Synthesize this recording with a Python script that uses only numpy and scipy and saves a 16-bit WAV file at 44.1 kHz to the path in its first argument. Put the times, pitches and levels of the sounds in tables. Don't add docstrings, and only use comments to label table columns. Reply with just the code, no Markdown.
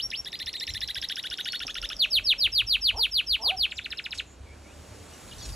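import sys
import numpy as np
from scipy import signal
from scipy.fft import rfft, irfft, next_fast_len
from scipy.io import wavfile
from scipy.ndimage import uniform_filter1d, map_coordinates

SR = 44100
rng = np.random.default_rng(int(sys.argv[2]) if len(sys.argv) > 2 else 0)


def waveform_to_disk(signal):
    frames = np.transpose(np.atleast_2d(signal))
    scaled = np.clip(frames, -1, 1) * 32767
    samples = np.round(scaled).astype(np.int16)
    wavfile.write(sys.argv[1], SR, samples)


N = 244755

# start in seconds, level in dB, extra level of the held top in dB.
LONG_HOOKS = [(-.033, 1.5, 0), (.111, -2, -1)]
# seconds from start, pitch in Hz, level outside the beak in dB.
LONG_HOOK_GESTURE = [(0, 4746, -48), (.004, 3730, -29), (.009, 2396, -38), (.014, 1685, -39),
                     (.027, 2640, -26), (.039, 3113, -29.5), (.045, 4030, -37), (.053, 5080, -39),
                     (.063, 5467, -33), (.093, 5567, -30.5), (.102, 5600, -45)]
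# time in seconds, level in dB.
LONE_TICKS = [(0.1043, -23.5), (1.967, -25)]
# tick time in seconds, tick level in dB, lowest pitch in Hz,
# seconds to the upward flick, hook level in dB.
TRILL_HOOKS = [(0.2482, -29, 1620, 0.039, -36.5), (0.3204, -29, 1756, .037, -36.5),
               (0.3912, -25.5, 1767, 0.039, -34.5), (0.4613, -22, 1750, 0.036, -34.5),
               (0.5308, -23.5, 1780, 0.039, -36), (0.6, -20, 1765, 0.041, -33),
               (0.6694, -22, 1745, 0.038, -33), (.7384, -22.5, 1725, 0.041, -33.5),
               (0.8072, -22, 1696, 0.039, -32), (0.8774, -21.5, 1585, .037, -33),
               (0.9472, -21.5, 1560, 0.039, -33), (1.0169, -21.5, 1560, 0.037, -32),
               (1.0883, -21, 1496, 0.038, -33), (1.1583, -19.5, 1485, 0.042, -33),
               (1.2298, -26, 1450, 0.045, -34), (1.302, -24, 1423, 0.041, -33.5),
               (1.3756, -26, 1474, .037, -33), (1.4478, -21.5, 1450, 0.042, -32),
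               (1.5224, -19, 1432, .04, -33), (1.594, -24.5, 1350, 0.043, -33.5),
               (1.6693, -19.5, 1221, 0.043, -35), (1.7444, -22, 1327, 0.042, -34.5),
               (1.8173, -22.5, 1340, 0.042, -33.5), (1.891, -19.5, 1248, 0.042, -34.5)]
# start in seconds, start pitch in Hz, seconds until 2500 Hz, level in dB.
SWEEPS = [(1.9934, 4880, 0.056, -22), (2.108, 5490, .079, -21.5), (2.2453, 5430, 0.082, -21),
          (2.386, 5410, 0.08, -22), (2.5246, 5440, 0.086, -22), (2.671, 5530, 0.087, -22),
          (2.816, 5500, 0.087, -22), (2.9673, 5600, 0.09, -23.5), (3.1172, 5520, 0.086, -24),
          (3.269, 5520, 0.087, -24), (3.4194, 5560, 0.088, -24), (3.5702, 5550, 0.085, -24.5)]
# seconds from 2500 Hz, pitch in Hz, relative level in dB, overtone lift in dB.
SWEEP_FALL = [(-.049, 4540, -3.6, 1.5), (-.033, 4020, 0.2, 2), (-.022, 3513, 1, 1), (-.0085, 3000, 4, -2.5),
              (.002, 2453, 1.3, -13), (.0065, 2000, -11.5, -13), (.01, 1509, -11.5, -20),
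              (0.015, 830, -33.5, -16)]
# time near 4500 Hz in seconds, seconds until 2500 Hz, level in dB, preceding blip in dB.
CHIPS = [(3.71, 0.013, -35, -41), (3.7748, 0.017, -32.5, -31), (3.844, 0.018, -33, -43),
         (3.911, .018, -33, -27), (3.979, .017, -32.5, -29.5), (4.047, 0.017, -33.5, -29.5),
         (4.114, .0175, -33.5, -28.5), (4.183, .019, -31.5, -31)]
# frequency in Hz, gain in dB.
BEAK = [(900, -3), (1700, -7.5), (2600, -3), (3500, 0), (4500, 2), (5600, -7.5), (6200, -16), (6900, -15),
        (8100, -23), (8800, -10.5), (10000, -3), (12000, 3), (15500, 2)]
PURE_PARTIALS_DB = [-0.5, -24, -20.5, -25.5]
CHIP_PARTIALS_DB = [0, -31, -21.5]
HOOK_PARTIALS_DB = [-3.5, 0.5, -15, -7.5, -14, -14.5, -19]
# start in seconds, length in seconds, start, middle and end pitch in Hz, level in dB,
# roughness from 0 to 1.
CHIRPS = [(.343, 0.035, 4750, 4800, 4750, -49, 0), (3.9, .025, 1950, 1860, 1800, -56, 0.25),
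          (3.95, 0.0346, 2756, 2730, 2750, -54, .2), (0.568, 0.034, 3930, 3710, 3830, -42.5, 0),
          (.57, 0.058, 7500, 7460, 7550, -57.5, 0.42), (0.687, 0.033, 6200, 5680, 5330, -46, 0.12),
          (0.696, 0.019, 7040, 7150, 7300, -51.5, 0.3), (1.417, 0.042, 6100, 6300, 6240, -56, 0.24),
          (1.471, 0.11, 4520, 4327, 4420, -44.5, 0.02), (1.656, 0.023, 6250, 5770, 5470, -53, 0.3),
          (1.695, 0.019, 7000, 6560, 5900, -53, 0), (1.74, 0.032, 6080, 5700, 5170, -50, 0.38),
          (1.838, 0.035, 6600, 5650, 5050, -50, 0.1), (1.93, 0.043, 6400, 5640, 4870, -54, .2),
          (2.018, 0.042, 7600, 6300, 5140, -54.5, 0.1), (3.753, 0.026, 4590, 5560, 5550, -53, 0.8),
          (3.808, 0.027, 3390, 3400, 3420, -48, 0.35), (4.015, 0.02, 7500, 7370, 7300, -62, 0.56),
          (3.71, 0.087, 7400, 7150, 7300, -58, 0.5), (4.256, 0.09, 7100, 6970, 7210, -61.5, 0.46),
          (4.454, 0.092, 2400, 2236, 2397, -60, 0.15), (4.639, 0.1, 2190, 2393, 3080, -61.5, 0.06),
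          (5.107, 0.057, 2720, 2850, 2770, -59.5, 0.21), (5.133, 0.013, 5620, 5840, 5900, -52.5, 0.17),
          (5.275, 0.033, 2810, 4310, 5000, -58, 0.16), (5.31, 0.031, 4270, 2850, 5190, -47.5, 0),
          (5.38, 0.031, 5500, 5950, 5060, -49, 0.2), (5.38, .012, 3200, 4300, 4750, -51, .05),
          (5.393, 0.038, 4770, 3780, 3230, -50, 0.16), (5.407, 0.045, 4980, 4420, 4100, -48, 0.15),
          (5.423, 0.0136, 5900, 6800, 6900, -46.5, 0.1), (5.424, 0.034, 5700, 5620, 5420, -50, 0.08),
          (5.52, 0.026, 5200, 4810, 4340, -48, 0.2)]
# start in seconds, length in seconds, level in dB.
WING_BEATS = [(4.132, 0.042, -44), (4.168, 0.029, -44), (5.445, 0.027, -41), (5.481, 0.023, -43)]
# frequency in Hz, gain in dB.
FEATHERS = [(1500, -12), (3000, 0), (5500, 2.5), (8000, -1.5), (12000, -11), (14000, -20)]
# start in seconds, length in seconds, top pitch in Hz.
YAPS = [(2.928, .092, 467), (3.39, .18, 773)]
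# frequency in Hz, gain in dB.
MUZZLE = [(200, -13), (450, -6.5), (800, 2), (1020, -2), (1200, -13.5), (2000, -38)]
# time in seconds, boom pitch in Hz, level in dB.
ENGINE = [(1.3, 39.9, -73), (1.6, 41.24, -53), (2.2, 42.5, -49), (2.74, 45.6, -45.5), (3.11, 49.35, -47),
          (3.71, 60.05, -50), (4.399, 66.85, -47.5), (5, 77.8, -49), (5.55, 70, -66)]
# centre in seconds, width in seconds, depth in dB.
ENGINE_DIPS = [(3.22, 0.033, -13), (4, 0.18, -8), (4.75, 0.15, -5)]
# time in seconds, level in dB.
HOP = (1.65, -41)
# loudest time in seconds, top pitch in Hz, peak level in dB, fade in dB per second squared.
WHINES = [(2.1, 606.4, -59.5, 45), (4.85, 597, -61.5, 61.5)]
# frequency in Hz, gain in dB.
WASH = [(30, -18), (60, -16), (100, -0.5), (200, -2), (350, -3.5), (600, -5.5), (1000, -10), (2000, -14.5),
        (4000, -17.5), (7000, -17.5), (10000, -22.5), (12000, -19.5), (13000, -18), (16000, -65)]
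# time in seconds, level in dB, extra treble at 6 kHz in dB.
WASH_LEVEL = [(0, -53, -1), (1, -54, 0.5), (2, -53, 0), (3, -55.5, 1), (4, -54, -0.5), (4.4, -53, -3),
              (4.8, -50, 0), (5.2, -47.5, 1.5), (5.55, -48.5, 4.5)]
# frequency in Hz, correlation.
WASH_LIKENESS = [(60, 0.37), (120, 0.79), (250, 0.95), (700, 0.45), (1500, 0.97), (2200, 1), (7000, 1),
                 (8600, 0.73), (11000, 1)]
# time of reaching the peak in seconds, peak level in dB, hold in seconds.
GUSTS = [(0, -65, .005), (0.067, -46, 0.028), (.202, -52, .005), (.27, -69, 0.033), (0.453, -50, .03),
         (.708, -42, 0.051), (.83, -53, 0.054), (0.987, -45.5, 0.0072), (1.305, -57, .005),
         (5.243, -50.5, .08), (5.375, -45, 0.12), (5.511, -35, 0.0046)]
# frequency in Hz, gain in dB.
GUST_COLOUR = [(20, -23), (45, 8.5), (80, 3.5), (150, -11.5), (400, -41.5)]
WOOD_COLOUR = [(100, -3), (300, -3), (1000, -12), (2000, -36)]
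# delay in seconds, level in dB.
ECHOES = [(.0011, -45.5), (.0023, -23.5), (.0037, -17.5), (.0058, -18), (.0085, -19.5), (.012, -18.5)]
# frequency in Hz, time to fall 60 dB in seconds.
AVIARY_T60 = [(500, 0.17), (3000, 0.098), (6000, 0.064), (12000, 0.072)]
# frequency in Hz, gain in dB.
TAIL_COLOUR = [(1200, -8), (2200, -2.5), (3000, -1.5), (5000, 4), (12000, 5)]
# frequency in Hz, lag of the left channel in radians.
LEFT_LAG = [(100, 0), (300, -.2), (775, -.4), (1150, -.5), (1700, 0), (3300, 0), (3800, .1), (4400, .55),
            (4820, 1.3), (4995, 2.8), (5167, 4.4), (5340, 5.3), (5512, 5.7), (5900, 6.2), (7500, 6.35),
            (8600, 7), (10200, 7.9), (12200, 8.9), (13500, 9.4), (16000, 9.5)]
# frequency in Hz, left minus right in dB.
LEFT_TILT = [(60, 0), (110, 0), (180, -1.5), (300, -3.5), (500, -4.5), (800, -3.5), (1200, -.3), (2000, 0)]

EDGE_HZ = 16000
HELD_HZ = 5200
NOTE_SPREAD_DB = 1.5
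SHALLOW_HZ, DEPTH_HZ = 1794, 300
DIVE_S, DIVE_LATER_S_PER_STEP = 0.0037, 0.0023
BOTTOM_S, BOTTOM_LATER_S_PER_STEP = 0.0135, 0.002
SHELF_HZ, SHELF_SAG_HZ_PER_STEP = 2125, 152
DIVE_GAIN_DB_PER_STEP, FLICK_GAIN_DB_PER_STEP = 4.5, 4
CHIP_KNEE = 0.63
GUST_RISE_DB_PER_S, GUST_FALL_DB_PER_S, LULL_DB = 500, 310, -67
WHINE_SAG_HZ_PER_DB = 7
YAP_LOW_HZ, YAP_LOW_DB, YAP_DB_PER_OCTAVE = 218.2, -48.5, 7.5
YAP_OVERTONE_DB_PER_OCTAVE = 1.5
YAP_LIFT, YAP_TOP, YAP_SHUT = 0.103, 0.78, 0.94
YAP_SAG = 0.954


def amp(db):
    return 10 ** (np.asarray(db) / 20)


def evened(x):
    return x / np.sqrt(np.mean(x ** 2) + 1e-20)


def read(points, hz):
    f, value = np.transpose(points)
    return np.interp(np.log(hz + 1), np.log(f + 1), value)


def add(mix, s, sound):
    at = round(s * SR)
    part = mix[max(at, 0):][:len(sound) + min(at, 0)]
    part += sound[max(-at, 0):][:len(part)]


def coloured(x, points):
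    spectrum = rfft(x)
    gain = amp(read(points, np.fft.rfftfreq(len(x), 1 / SR)))
    return irfft(spectrum * gain, len(x))


def wobble(count, hz):
    knots = rng.standard_normal(int(count * hz / SR) + 4)
    return map_coordinates(knots, [np.arange(count) * hz / SR])


def voice(rows, partials_db, tract, smooth_s=0.001, flutter_db=1.26):
    s, *columns = np.transpose(rows)
    t = np.arange(s[0], s[-1], 1 / SR)
    smooth = int(smooth_s * SR) + 1
    hz, db, *lift_db = (uniform_filter1d(np.interp(t, s, c), smooth) for c in columns)
    turns = np.cumsum(hz) / SR + rng.random()
    stack = np.zeros(len(t))
    for k, partial_db in enumerate(partials_db, 1):
        level_db = partial_db + read(tract, k * hz)
        level_db = level_db + min(k - 1, 2) * sum(lift_db)
        level_db = level_db + (k > 2) * NOTE_SPREAD_DB * rng.standard_normal()
        level_db = level_db + flutter_db * wobble(len(t), 253.6)
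        stack += amp(level_db) * (k * hz < EDGE_HZ) * np.sin(2 * np.pi * k * turns)
    edge = np.minimum(1, np.minimum(t - s[0], s[-1] - t) / 0.00016)
    return s[0], np.sqrt(2) * amp(db) * stack * edge


def long_hook(s, db, top_db):
    rows = [(s + u, hz, db + d + top_db * (hz > HELD_HZ) - read(BEAK, hz)) for u, hz, d in LONG_HOOK_GESTURE]
    return voice(rows, PURE_PARTIALS_DB, BEAK)


def tick(s, db):
    rows = [(s - 0.0022, 4600, db - 19), (s, 5450, db), (s + 0.0019, 5800, db - 9.5)]
    return voice(rows, [0, -20], BEAK, smooth_s=0.00042)


def hook(s, low_hz, length_s, db):
    depth = (SHALLOW_HZ - low_hz) / DEPTH_HZ
    dive = s + DIVE_S + DIVE_LATER_S_PER_STEP * depth
    low = s + BOTTOM_S + BOTTOM_LATER_S_PER_STEP * depth
    up = s + length_s
    shelf_hz = SHELF_HZ - SHELF_SAG_HZ_PER_STEP * depth
    drop = [(dive, 3900, db - 6, -20),
            (dive + 0.002063, 3150, db + DIVE_GAIN_DB_PER_STEP * depth, -14),
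            (low - 0.004, 1.2 * low_hz, db + 1.8, -2.5),
            (low - 0.0015, 1.03 * low_hz, db, -3),
            (low + 0.002, low_hz, db + 0.23, -3)]
    climb = [(up - 0.013, shelf_hz - 0.31 * (shelf_hz - low_hz), db - 0.4, -0.6),
             (up - 0.005, shelf_hz, db, 0.3)]
    flick = [(up - 0.003, 2350, db - 1.5, -12),
             (up - 0.0011, 3450, db + 6 + FLICK_GAIN_DB_PER_STEP * depth, -18),
             (up + 0.00104, 4300, db - 11, -14)]
    return voice(drop + climb + flick, HOOK_PARTIALS_DB, BEAK, flutter_db=2.5)


def sweep(s, hz, length_s, db):
    entry_s, drop_hz = length_s + SWEEP_FALL[0][0], hz - SWEEP_FALL[0][1]
    entry = [(s - 0.006, hz + 250, db - 17, 0),
             (s + 0.00383, hz - 80, db - 4.5, 0),
             (s + 0.55 * entry_s, hz - 0.447 * drop_hz, db - 5, 0),
             (s + 0.77 * entry_s, hz - 0.76 * drop_hz, db - 2, 0)]
    fall = [(s + length_s + u, f, db + d, lift) for u, f, d, lift in SWEEP_FALL]
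    return voice(entry + fall, PURE_PARTIALS_DB, BEAK)


def chip_blip(s, db):
    rows = [(s - 0.008, 5400, db - 29), (s - 0.0055, 5150, db), (s - 0.003, 5000, db - 17)]
    return voice(rows, PURE_PARTIALS_DB, BEAK)


def chip(s, length_s, db):
    end = s + length_s
    fall = [(s - 0.001, 4700, db - 21), (s + 0.00208, 4250, db - 5),
            (s + CHIP_KNEE * length_s, 3500, db - 2), (end, 2500, db + 8.5)]
    close = [(end + 0.00266, 1950, db + 1.5), (end + 0.00545, 1500, db + 2), (end + 0.0081, 1300, db - 19)]
    return voice(fall + close, CHIP_PARTIALS_DB, BEAK)


def canary():
    out = np.zeros(N)
    for row in LONG_HOOKS:
        add(out, *long_hook(*row))
    for row in LONE_TICKS:
        add(out, *tick(*row))
    for s, tick_db, *shape in TRILL_HOOKS:
        add(out, *tick(s, tick_db))
        add(out, *hook(s, *shape))
    for row in SWEEPS:
        add(out, *sweep(*row))
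    for s, length_s, db, blip_db in CHIPS:
        add(out, *chip_blip(s, blip_db))
        add(out, *chip(s, length_s, db))
    return out


def wind():
    t = np.arange(N) / SR
    both, left, right = (evened(coloured(rng.standard_normal(N), GUST_COLOUR)) for _ in range(3))
    level = amp(LULL_DB)
    for s, db, hold_s in GUSTS:
        rise_db = GUST_RISE_DB_PER_S * np.maximum(s - t, 0)
        fall_db = GUST_FALL_DB_PER_S * np.maximum(t - s - hold_s, 0)
        level = level + amp(db - rise_db - fall_db)
    return (both + 0.44 * np.array([left, right])) * level


def wash():
    frames, hz = N // 256 + 5, np.fft.rfftfreq(1024, 1 / SR)
    a, b, c, d, patches = rng.standard_normal((frames, 513, 5)).T
    patches = uniform_filter1d(patches, size=12, axis=0)
    patches = evened(uniform_filter1d(patches, size=14, axis=1))
    s, db, treble_db = np.transpose(WASH_LEVEL)
    t = np.arange(frames) * 256 / SR
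    same = np.clip(read(WASH_LIKENESS, hz), -1, 1)[:, None]
    left = a + 1j * b
    right = same * left + np.sqrt(1 - same ** 2) * (c + 1j * d)
    tilt_db = np.outer(np.clip(hz / 6000, 0, 2), np.interp(t, s, treble_db))
    z = np.array([left, right]) * amp(read(WASH, hz)[:, None] + 0.95 * patches + tilt_db)
    noise = signal.istft(z, nperseg=1024, noverlap=768)[1][:, :N]
    return evened(noise) * amp(np.interp(np.arange(N) / SR, s, db))


def chirp(length_s, start_hz, middle_hz, end_hz, db, rough):
    u = np.arange(0, 1, 1 / (length_s * SR))
    hz = start_hz * (1 - u) * (1 - 2 * u) + 4 * middle_hz * u * (1 - u) + end_hz * u * (2 * u - 1)
    hz = hz + 600 * rough * wobble(len(u), 502)
    level = np.sqrt(2) * amp(db + 2.7 * rough * wobble(len(u), 270))
    return level * np.sin(2 * np.pi * np.cumsum(hz) / SR) * signal.windows.tukey(len(u), 0.25)


def wing_beat(length_s, db):
    puff = evened(coloured(rng.standard_normal(round(length_s * SR)), FEATHERS))
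    return amp(db) * puff * np.hanning(len(puff))


def neighbours():
    out = np.zeros(N)
    for s, *shape in CHIRPS:
        add(out, s, chirp(*shape))
    for s, *shape in WING_BEATS:
        add(out, s, wing_beat(*shape))
    return out


def engine():
    s, hz, db = np.transpose(ENGINE)
    t = np.arange(N) / SR
    turns = np.cumsum(np.interp(t, s, hz) * (1 + 0.0515 * wobble(N, 32))) / SR
    throb = 1 + 0.67 * np.sin(2 * np.pi * turns / 2.3)
    boom = np.sin(2 * np.pi * turns) * throb
    drone_hz = 92 + 9 * wobble(N, 15)
    drone = 0.52 * np.sin(2 * np.pi * np.cumsum(drone_hz) / SR) * wobble(N, 15)
    dips_db = sum(d * np.exp(-((t - at) / width) ** 2) for at, width, d in ENGINE_DIPS)
    level_db = np.interp(t, s, db, left=-90) + dips_db + 4.15 * wobble(N, 23.04)
    return evened(boom + drone) * amp(level_db)


def hop():
    out, t = np.zeros(N), np.arange(0, 0.02, 1 / SR)
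    s, db = HOP
    knock = evened(coloured(rng.standard_normal(len(t)), WOOD_COLOUR))
    add(out, s, amp(db) * knock * np.exp(-t / 0.011))
    return out


def whine():
    t, out = np.arange(N) / SR, np.zeros(N)
    for s, top_hz, db, fade in WHINES:
        fade_db = np.minimum(fade * (t - s) ** 2, 40)
        hz = top_hz - WHINE_SAG_HZ_PER_DB * fade_db + 25 * wobble(N, 60)
        turns = np.cumsum(hz) / SR
        out += np.sin(2 * np.pi * turns) * amp(db - fade_db + 3.3 * wobble(N, 30))
    return out


def dog():
    out, ease = np.zeros(N), np.linspace(0, 1, num=9)
    for s, length_s, top_hz in YAPS:
        octaves = np.log2(top_hz / YAP_LOW_HZ) * np.sin(np.pi / 2 * ease) ** 2
        db = YAP_LOW_DB + YAP_DB_PER_OCTAVE * octaves
        glide = zip(YAP_LIFT + (YAP_TOP - YAP_LIFT) * ease, YAP_LOW_HZ * 2 ** octaves,
                    db, YAP_OVERTONE_DB_PER_OCTAVE * octaves)
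        rows = [(0, YAP_LOW_HZ, YAP_LOW_DB - 10, 0), *glide,
                (YAP_SHUT, YAP_SAG * top_hz, db[-1] - 1, -3),
                (1, YAP_SAG ** 2 * top_hz, db[-1] - 27, -3)]
        rows = [(s + u * length_s, *rest) for u, *rest in rows]
        s, yap = voice(rows, [-1.5, -3, -2.5, 0.5, -6, -7], MUZZLE, smooth_s=0.013, flutter_db=3)
        add(out, s, yap)
        add(out, s + 0.047, amp(-16.5) * yap)
    return out


def aviary(x, tail_db):
    near = np.zeros(SR // 50)
    for s, db in [(0.00025, 0)] + ECHOES:
        add(near, s, amp([db]))
    out = signal.fftconvolve(x, near)[:N]
    at = np.arange(260, SR // 2 - 20, 20)
    for k in range(3):
        taps = np.zeros(SR // 2)
        taps[at + rng.integers(0, 20, len(at))] = rng.choice([-1., 1.], len(at))
        hz, t, z = signal.stft(taps, SR, nperseg=128)
        fall_db = -60 * t / read(AVIARY_T60, hz)[:, None]
        decay = amp(fall_db) + amp(fall_db / 3 - 9)
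        colour = amp(read(TAIL_COLOUR, hz)[:, None])
        tail = signal.istft(z * colour * decay, SR, nperseg=128)[1]
        share = np.sqrt(2 / 3) * np.cos(2 * np.pi * (3.4 * np.arange(N) / SR + k / 3))
        out += amp(tail_db) * signal.fftconvolve(x * share, tail / np.linalg.norm(tail))[:N]
    return out


def scene():
    birds = aviary(canary(), -10.5) + aviary(neighbours(), -3.5)
    return birds + wind() + wash() + engine() + hop() + whine() + dog()


def record(dry):
    size = next_fast_len(N + 4096)
    hz = np.fft.rfftfreq(size, 1 / SR)
    tilt_db = read(LEFT_TILT, hz)
    left = amp(tilt_db / 2) * np.exp(-1j * read(LEFT_LAG, hz))
    right = amp(-tilt_db / 2)
    low_cut = 1 / (1 + (36 / (hz + 1)) ** 6)
    wet = irfft(rfft(dry, size) * np.array([left, right]) * low_cut, size)[:, :N]
    band_limit = signal.firwin(511, EDGE_HZ, window=("kaiser", 9), fs=SR)
    return signal.oaconvolve(wet, band_limit[None], "same")


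dry = scene()
out = record(dry)
waveform_to_disk(out)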